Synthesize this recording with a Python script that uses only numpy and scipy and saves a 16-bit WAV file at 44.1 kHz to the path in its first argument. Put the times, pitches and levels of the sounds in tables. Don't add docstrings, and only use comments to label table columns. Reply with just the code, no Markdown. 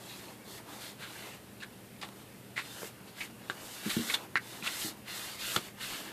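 import sys
import numpy as np
from scipy import signal
from scipy.fft import rfft, irfft, next_fast_len
from scipy.io import wavfile
from scipy.ndimage import uniform_filter1d

SR = 44100
rng = np.random.default_rng(int(sys.argv[2]) if len(sys.argv) > 2 else 0)


def linear_from_db(decibels):
    return 10 ** (np.asarray(decibels, float) / 20)


def file_out(sig):
    cols = np.atleast_2d(sig).T
    lim = np.clip(cols, -1, 1)
    pcm = np.round(lim * 32767).astype(np.int16)
    wavfile.write(sys.argv[1], SR, pcm)


N = 269892


def rms_one(x):
    return x / np.sqrt(np.mean(x ** 2) + 1e-20)


def drift(rate):
    hop = 40
    pole = np.exp(-2 * np.pi * rate * hop / SR)
    noise = rng.standard_normal(N // hop + 2002)
    slow = signal.lfilter([1], [1, -2 * pole, pole * pole], noise)[2000:]
    return np.interp(np.arange(N) / hop, np.arange(len(slow)), rms_one(slow))


def grains(size, per_s, spread_db):
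    heights = linear_from_db(spread_db * np.minimum(rng.exponential(1, size), 4))
    signs = rng.choice([-1, 1], size)
    return heights * signs * (rng.random(size) < per_s / SR) + 1e-18


def resonate(x, hz, width_hz):
    r = np.exp(-np.pi * width_hz / SR)
    poles = [1, -2 * r * np.cos(2 * np.pi * hz / SR), r * r]
    return signal.lfilter([(1 - r * r) / 2, 0, (r * r - 1) / 2], poles, x)


def ring(push, hz, t60_s):
    r, w = linear_from_db(-60 / (t60_s * SR)), 2 * np.pi * hz / SR
    return signal.lfilter([0, np.sin(w)], [1, -2 * r * np.cos(w), r * r], push)


def colour(x, points):
    hz, db = np.transpose(points)
    size = next_fast_len(N)
    bins_hz = np.arange(1, size // 2 + 2) * SR / size
    gain_db = np.interp(np.log(bins_hz), np.log(hz), db)
    return rms_one(irfft(rfft(x, size) * linear_from_db(gain_db), size)[:N])


def add(out, at_s, sound):
    start = round(at_s * SR)
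    out[start:start + len(sound)] += sound[:N - start]


def tone(hz, level_db):
    phase = 2 * np.pi * np.cumsum(hz + np.zeros(N)) / SR
    return linear_from_db(level_db) * np.sqrt(2) * np.sin(phase)


def background():
    # frequency in Hz, density in dB per Hz.
    quiet = [(20, -47), (45, -19), (90, -8), (200, -4.5), (300, -8.5), (470, -9.5), (900, -20.5),
             (1800, -22.5), (3500, -26), (4800, -27), (6300, -29.5), (8500, -26), (12000, -26.5),
             (14700, -26.5)]
    # frequency in Hz, width in Hz, rms level in dB.
    drones = [(116.4, 11, -84), (206.6, 77, -67.5), (225.6, 18, -71.5), (300.4, 77, -69)]
    out = linear_from_db(-53) * colour(rng.standard_normal(N), quiet)
    out += tone(120, -61.5 + 1.3 * drift(6))
    out += tone(198 + 3 * drift(8.1), -61.5 + 1.5 * drift(8))
    white = rng.standard_normal(N)
    for hz, width_hz, level_db in drones:
        narrow = resonate(resonate(white, hz, width_hz), hz, width_hz)
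        out += linear_from_db(level_db) * rms_one(narrow)
    return out


def ducking(foreground):
    from_db, slope_db_per_db, span_db = -55, 0.19, 14
    level_db = 10 * np.log10(uniform_filter1d(foreground ** 2, size=4410) + 1e-12)
    return linear_from_db(-slope_db_per_db * np.clip(level_db - from_db, 0, span_db))


def room(x):
    t60_s, wall_cut_hz, gap_s = 0.11, 2200, 0.003
    t = np.arange(SR // 4) / SR
    dull = np.exp(-2 * np.pi * wall_cut_hz / SR)
    tail = signal.lfilter([1], [1, -dull], rng.standard_normal(len(t)))
    tail = tail * linear_from_db(-60 * t / t60_s) * (t > gap_s)
    return signal.fftconvolve(x, tail / np.sqrt(np.sum(tail ** 2)))[:N]


def struck(rows, contact_s, rattle_db):
    out, t = np.zeros(N), np.arange(SR // 4) / SR
    contact = np.sin(np.pi * np.minimum(t / contact_s, 1)) ** 2 * 2 / (contact_s * SR)
    for at_s, level_db, first_hz, second_hz, second_db, t60_s in rows:
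        rattle = linear_from_db(rattle_db - 25 * t / t60_s) * rng.standard_normal(len(t))
        push = contact + rattle
        modes = ring(push, first_hz, t60_s) + linear_from_db(second_db) * ring(push, second_hz, t60_s)
        add(out, at_s, linear_from_db(level_db) * modes)
    return out


def bumps():
    # time in seconds, peak in dB, first mode in Hz, second mode in dB, t60 in seconds.
    bump_rows = [(0.990, -44, 148, -11, .061), (2.850, -47, 260, 2, .06), (3.505, -36, 347, -18, 0.041),
                 (3.859, -31, 216, -18, 0.092), (3.864, -26.5, 302, -9.5, 0.054),
                 (3.9664, -21.5, 235, -2, 0.11), (3.991, -25, 308, -7, 0.02),
                 (4.624, -36.5, 193, -20, 0.058), (4.846, -32, 236, -2, .065),
                 (5.565, -31.5, 173, -10, 0.054), (5.5646, -25, 360, -18, 0.038)]
    mode_ratio = 1.3
    rows = [(at_s, level_db, hz, mode_ratio * hz, second_db, t60_s)
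            for at_s, level_db, hz, second_db, t60_s in bump_rows]
    return struck(rows, contact_s=0.0015, rattle_db=-35.5)


def snaps():
    # time in seconds, peak in dB, first mode in Hz, second mode in Hz, second mode in dB.
    snap_rows = [(0.283, -41.5, 2560, 4200, -5), (0.729, -56, 1500, 3000, -6),
                 (2.5782, -21, 2000, 3500, -25), (2.820, -32, 600, 1600, -4.5),
                 (2.830, -34, 1340, 2300, -4), (2.8316, -26, 514, 910, -16), (3.4988, -19, 1590, 3700, -11),
                 (2.0262, -36, 2520, 4970, -2), (2.0335, -30.5, 890, 1800, -0.5),
                 (4.3554, -23, 1780, 4200, -4.5), (4.3564, -15.5, 1830, 1460, -3),
                 (4.6255, -32, 2500, 3800, -12), (5.5634, -32, 6900, 4600, -5),
                 (3.4987, -40, 7500, 2920, 10), (5.5624, -16.5, 3040, 1330, -3),
                 (5.685, -40.5, 2000, 2300, -6)]
    t60_s = 0.012
    return struck([(*row, t60_s) for row in snap_rows], contact_s=0.0001, rattle_db=-29)


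def rakes():
    # peak time in seconds, rms level in dB, fall in seconds,
    # flute resonance in Hz, brightness in dB.
    swells = [(0.119, -51, 0.029, 3930, -7), (0.728, -56, 0.034, 2500, 3), (1.031, -44.5, 0.039, 1500, -3),
              (1.610, -48.5, 0.019, 2700, -6.5), (1.629, -40, .016, 1680, -4),
              (2.567, -37.5, .012, 1900, -2), (2.585, -36, 0.025, 1900, -5), (2.587, -39, 0.014, 1070, -11),
              (4.3711, -26.5, 0.0087, 1780, -15.5), (4.652, -39, 0.051, 1420, 1),
              (4.671, -33.5, 0.014, 1600, 8), (4.820, -40, .008, 3050, -6)]
    flicks = [(2.015, -43.5, 0.016, 4670, -1), (2.028, -41, 0.029, 1020, -5),
              (2.089, -46.5, .0018, 2520, -1), (3.208, -36, 0.019, 2150, -9.5), (3.232, -59, 0.06, 1670, 0),
              (3.502, -47, 0.0073, 2700, 2), (3.508, -41, 0.0094, 1000, -9), (3.8973, -32, 0.022, 2100, 10),
              (4.1009, -28, 0.0089, 2120, -6), (4.1416, -24.5, 0.014, 3700, 0),
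              (4.3632, -26, 0.0051, 1900, -16), (4.675, -30, 0.0052, 2700, -26),
              (5.5643, -25, .0039, 2630, 29), (5.570, -37.5, 0.022, 550, 1)]
    # frequency in Hz, width in Hz, level in dB.
    board_modes = [(600, 1030, -3.5), (1030, 420, -1), (1900, 520, 0), (2700, 980, 3), (3700, 810, 5.5),
                   (4600, 2800, -1), (7500, 2700, -2.5), (11500, 13000, -46)]
    rise_per_fall, flick_rise_s = 0.59, 0.0033
    out, t = np.zeros(N), np.arange(SR // 6) / SR
    rows = [(rise_per_fall * row[2], *row) for row in swells]
    rows += [(flick_rise_s, *row) for row in flicks]
    for rise_s, peak_s, level_db, fall_s, flute_hz, bright_db in rows:
        rise = (t / rise_s) ** 0.77
        fall = np.exp(-(np.maximum(t - rise_s, 0) / fall_s) ** 1.7)
        effort = np.where(t < rise_s, rise, fall)
        clicks = grains(len(t), per_s=5500, spread_db=3.0)
        flute = rms_one(resonate(resonate(clicks, flute_hz, width_hz=340), flute_hz, width_hz=1300))
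        board = np.zeros(len(t))
        for k, (hz, width_hz, db) in enumerate(board_modes):
            board += (-1) ** k * linear_from_db(db) * rms_one(resonate(clicks, hz, width_hz))
        torn = rms_one(effort * (flute + linear_from_db(bright_db) * board))
        add(out, peak_s - rise_s, linear_from_db(level_db) * np.sqrt(np.mean(effort ** 2)) * torn)
    return out


def board_ring(x):
    t60_s, level_db = 0.02, -7
    out, step, t = x.copy(), SR // 18, np.arange(SR // 20) / SR
    window = np.sin(np.pi * np.arange(2 * step) / (2 * step))
    for start in range(0, N, step):
        modes = rng.standard_normal(len(t)) * linear_from_db(-60 * t / t60_s)
        piece = x[start:start + 2 * step]
        rung = signal.fftconvolve(piece * window[:len(piece)], modes / np.sqrt(np.sum(modes ** 2)))
        add(out, start / SR, linear_from_db(level_db) * rung)
    return out


def pressure_and_claws():
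    # start in seconds, end in seconds, start pressure in dB, end pressure in dB,
    # claw share in dB.
    stroke_rows = [(0, 0.096, -59, -57, -2), (0.1, 0.344, -51.5, -63, -1), (0.46, 0.585, -58.5, -52.5, -2),
                   (0.687, 0.797, -57.5, -56, -1), (.81, 0.915, -49, -52.5, -2),
                   (1.004, 1.356, -54, -57.5, 0.5), (2.06, 2.225, -74, -63, -2),
                   (2.602, 2.877, -55.5, -51.5, -1), (3.073, 3.10, -60.5, -61, -3.5),
                   (3.17, 3.249, -56.5, -49.5, 1), (3.42, 3.548, -66, -57.5, -0.5),
                   (3.572, 3.845, -56, -50.5, -1.5), (3.861, 4.075, -44.5, -48, 2),
                   (4.07, 4.145, -46, -41, -0.5), (4.18, 4.265, -57, -65, 0.5), (4.42, 4.61, -57, -53, -1),
                   (4.645, 4.79, -47, -46.5, 2), (4.803, 4.893, -42.5, -44.5, -1),
                   (5.083, 5.183, -50, -49.5, 1.5), (5.169, 5.356, -46, -48, 0),
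                   (5.396, 5.56, -47, -41.5, 2), (5.58, 5.68, -54, -54, -0.5),
                   (5.814, 5.925, -46.5, -51, 2), (5.898, 6.099, -46, -53, 1.5)]
    land_db_per_s, lift_db_per_s, arch_db = 434, 373, 2.5
    rest_db, settle_s = -69, 0.04
    t = np.arange(0, N, 32) / SR
    power, claws, progress = linear_from_db(2 * rest_db) + 0 * t, 0, 0
    for start_s, end_s, start_db, end_db, claw_db in stroke_rows:
        along = np.clip((t - start_s) / (end_s - start_s), 0, 1)
        settled = 1 - np.exp(-np.maximum(t - start_s, 0) / settle_s)
        db = start_db + (end_db - start_db) * along + arch_db * np.sin(np.pi * along)
        db -= land_db_per_s * np.maximum(start_s - t, 0)
        db -= lift_db_per_s * np.maximum(t - end_s, 0)
        weight = linear_from_db(2 * db)
        power = power + weight
        claws = claws + claw_db * weight
        progress = progress + settled * weight
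    curves = (10 * np.log10(power), claws / power, progress / power)
    return [np.interp(np.arange(N) / SR, t, curve) for curve in curves]


def shoves_db():
    # time in seconds, length in seconds, gain in dB.
    shove_rows = [(0.334, 0.066, 5), (0.623, 0.033, 7), (.72, 0.055, 8), (1.27, 0.045, 6.5),
                  (2.077, .05, 8), (3.33, 0.065, 4.5), (3.563, 0.15, 4.5), (4.237, 0.1, 6.5),
                  (4.488, .06, 3.5), (4.963, .05, 5), (5.222, 0.031, 2.5), (5.777, 0.024, 4),
                  (5.954, 0.049, 5.5), (6.093, 0.092, 4)]
    t = np.arange(N) / SR
    return sum(db * np.exp(-((t - at_s) / length_s) ** 2) for at_s, length_s, db in shove_rows)


def strokes():
    # frequency in Hz, density in dB per Hz.
    rasp_spectrum = [(700, -11.5), (1000, -8.5), (1500, 0), (2100, 1), (2400, -2.5), (2750, 1),
                     (3100, -5.5), (3600, -23.5)]
    squeak_spectrum = [(2600, -30), (3050, -10.5), (3350, -4.5), (3650, -1), (3950, -4), (4400, -4),
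                       (4900, -8.5), (6000, -29)]
    fur_spectrum = [(3500, -19), (5000, 1), (6200, 1.5), (7800, 3), (9700, 0), (13400, 0), (14400, -3),
                    (14700, -1.5)]
    drag_spectrum = [(60, -60), (150, -22), (300, 0), (500, -6), (900, -4.5), (1300, -9.5), (2000, -24)]
    usual_db = -51.5
    press_db, claw_db, settled = pressure_and_claws()

    def layer_db(at_usual_db, per_press_db, per_claw_db, settling_db):
        pressed_db = at_usual_db + per_press_db * (press_db - usual_db)
        return pressed_db + per_claw_db * claw_db + settling_db * settled

    rasp_db = layer_db(-51.5, 0.7167, 1.5, -1)
    squeak_db = layer_db(-54, 1.0, 0.14, -0.3)
    fur_db = layer_db(-52.5, 1.1669, -0.2, 1.5)
    drag_db = layer_db(-56, 0.39, -0.4, 1) + shoves_db()
    uneven = drift(6.7)
    fibres = board_ring(grains(N, per_s=6000, spread_db=0.5))
    hairs = grains(N, per_s=20000, spread_db=2.0)
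    rasp = colour(fibres, rasp_spectrum) * linear_from_db(rasp_db + 0.18 * uneven + 1.4 * drift(60))
    squeak = colour(fibres, squeak_spectrum) * linear_from_db(squeak_db + 0.077 * uneven + 0.64 * drift(50))
    fur = colour(hairs, fur_spectrum) * linear_from_db(fur_db + 1.4 * uneven)
    drag = colour(rng.standard_normal(N), drag_spectrum) * linear_from_db(drag_db + 1.85 * drift(17))
    return rasp + squeak + fur + drag


def scene():
    mic_low_cut = signal.butter(3, 101, "high", fs=SR, output="sos")
    hits = signal.sosfilt(mic_low_cut, rakes() + snaps() + bumps())
    paws = strokes()
    room_db = -15
    mono = hits + linear_from_db(room_db) * room(hits) + paws + ducking(paws) * background()
    return np.array([mono, mono])


def splits(x):
    # time in seconds, band centre in Hz.
    split_rows = [(.055, 7500), (.055, 10300), (.17, 11300), (.96, 11600), (1.425, 9600), (1.775, 13000),
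                  (2.67, 7500), (2.68, 4600), (4.765, 4850), (4.765, 10600), (4.765, 13700), (5.03, 12400),
                  (5.19, 8200), (5.42, 4600), (5.98, 12000)]
    half_hz, level_db, size = 750, -3, 1500
    out, window = np.zeros(N), signal.windows.tukey(size, 0.6)
    for at_s, hz in split_rows:
        band = signal.butter(6, [hz - half_hz, hz + half_hz], "band", fs=SR, output="sos")
        start = round(at_s * SR) - size // 2
        strength = np.std(signal.sosfilt(band, x[start:start + size]))
        noise = rms_one(signal.sosfilt(band, rng.standard_normal(size)))
        add(out, start / SR, linear_from_db(level_db) * strength * window * noise)
    return out


def band_limit(x):
    return signal.sosfilt(signal.butter(12, 14850, fs=SR, output="sos"), x)


def record(dry):
    wide = dry + splits(dry[0]) * [[1], [-1]]
    top_cut = signal.ellip(16, 0.3, 70, 14540, fs=SR, output="sos")
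    return band_limit(signal.sosfilt(top_cut, wide))


dry = scene()
out = record(dry)
file_out(out)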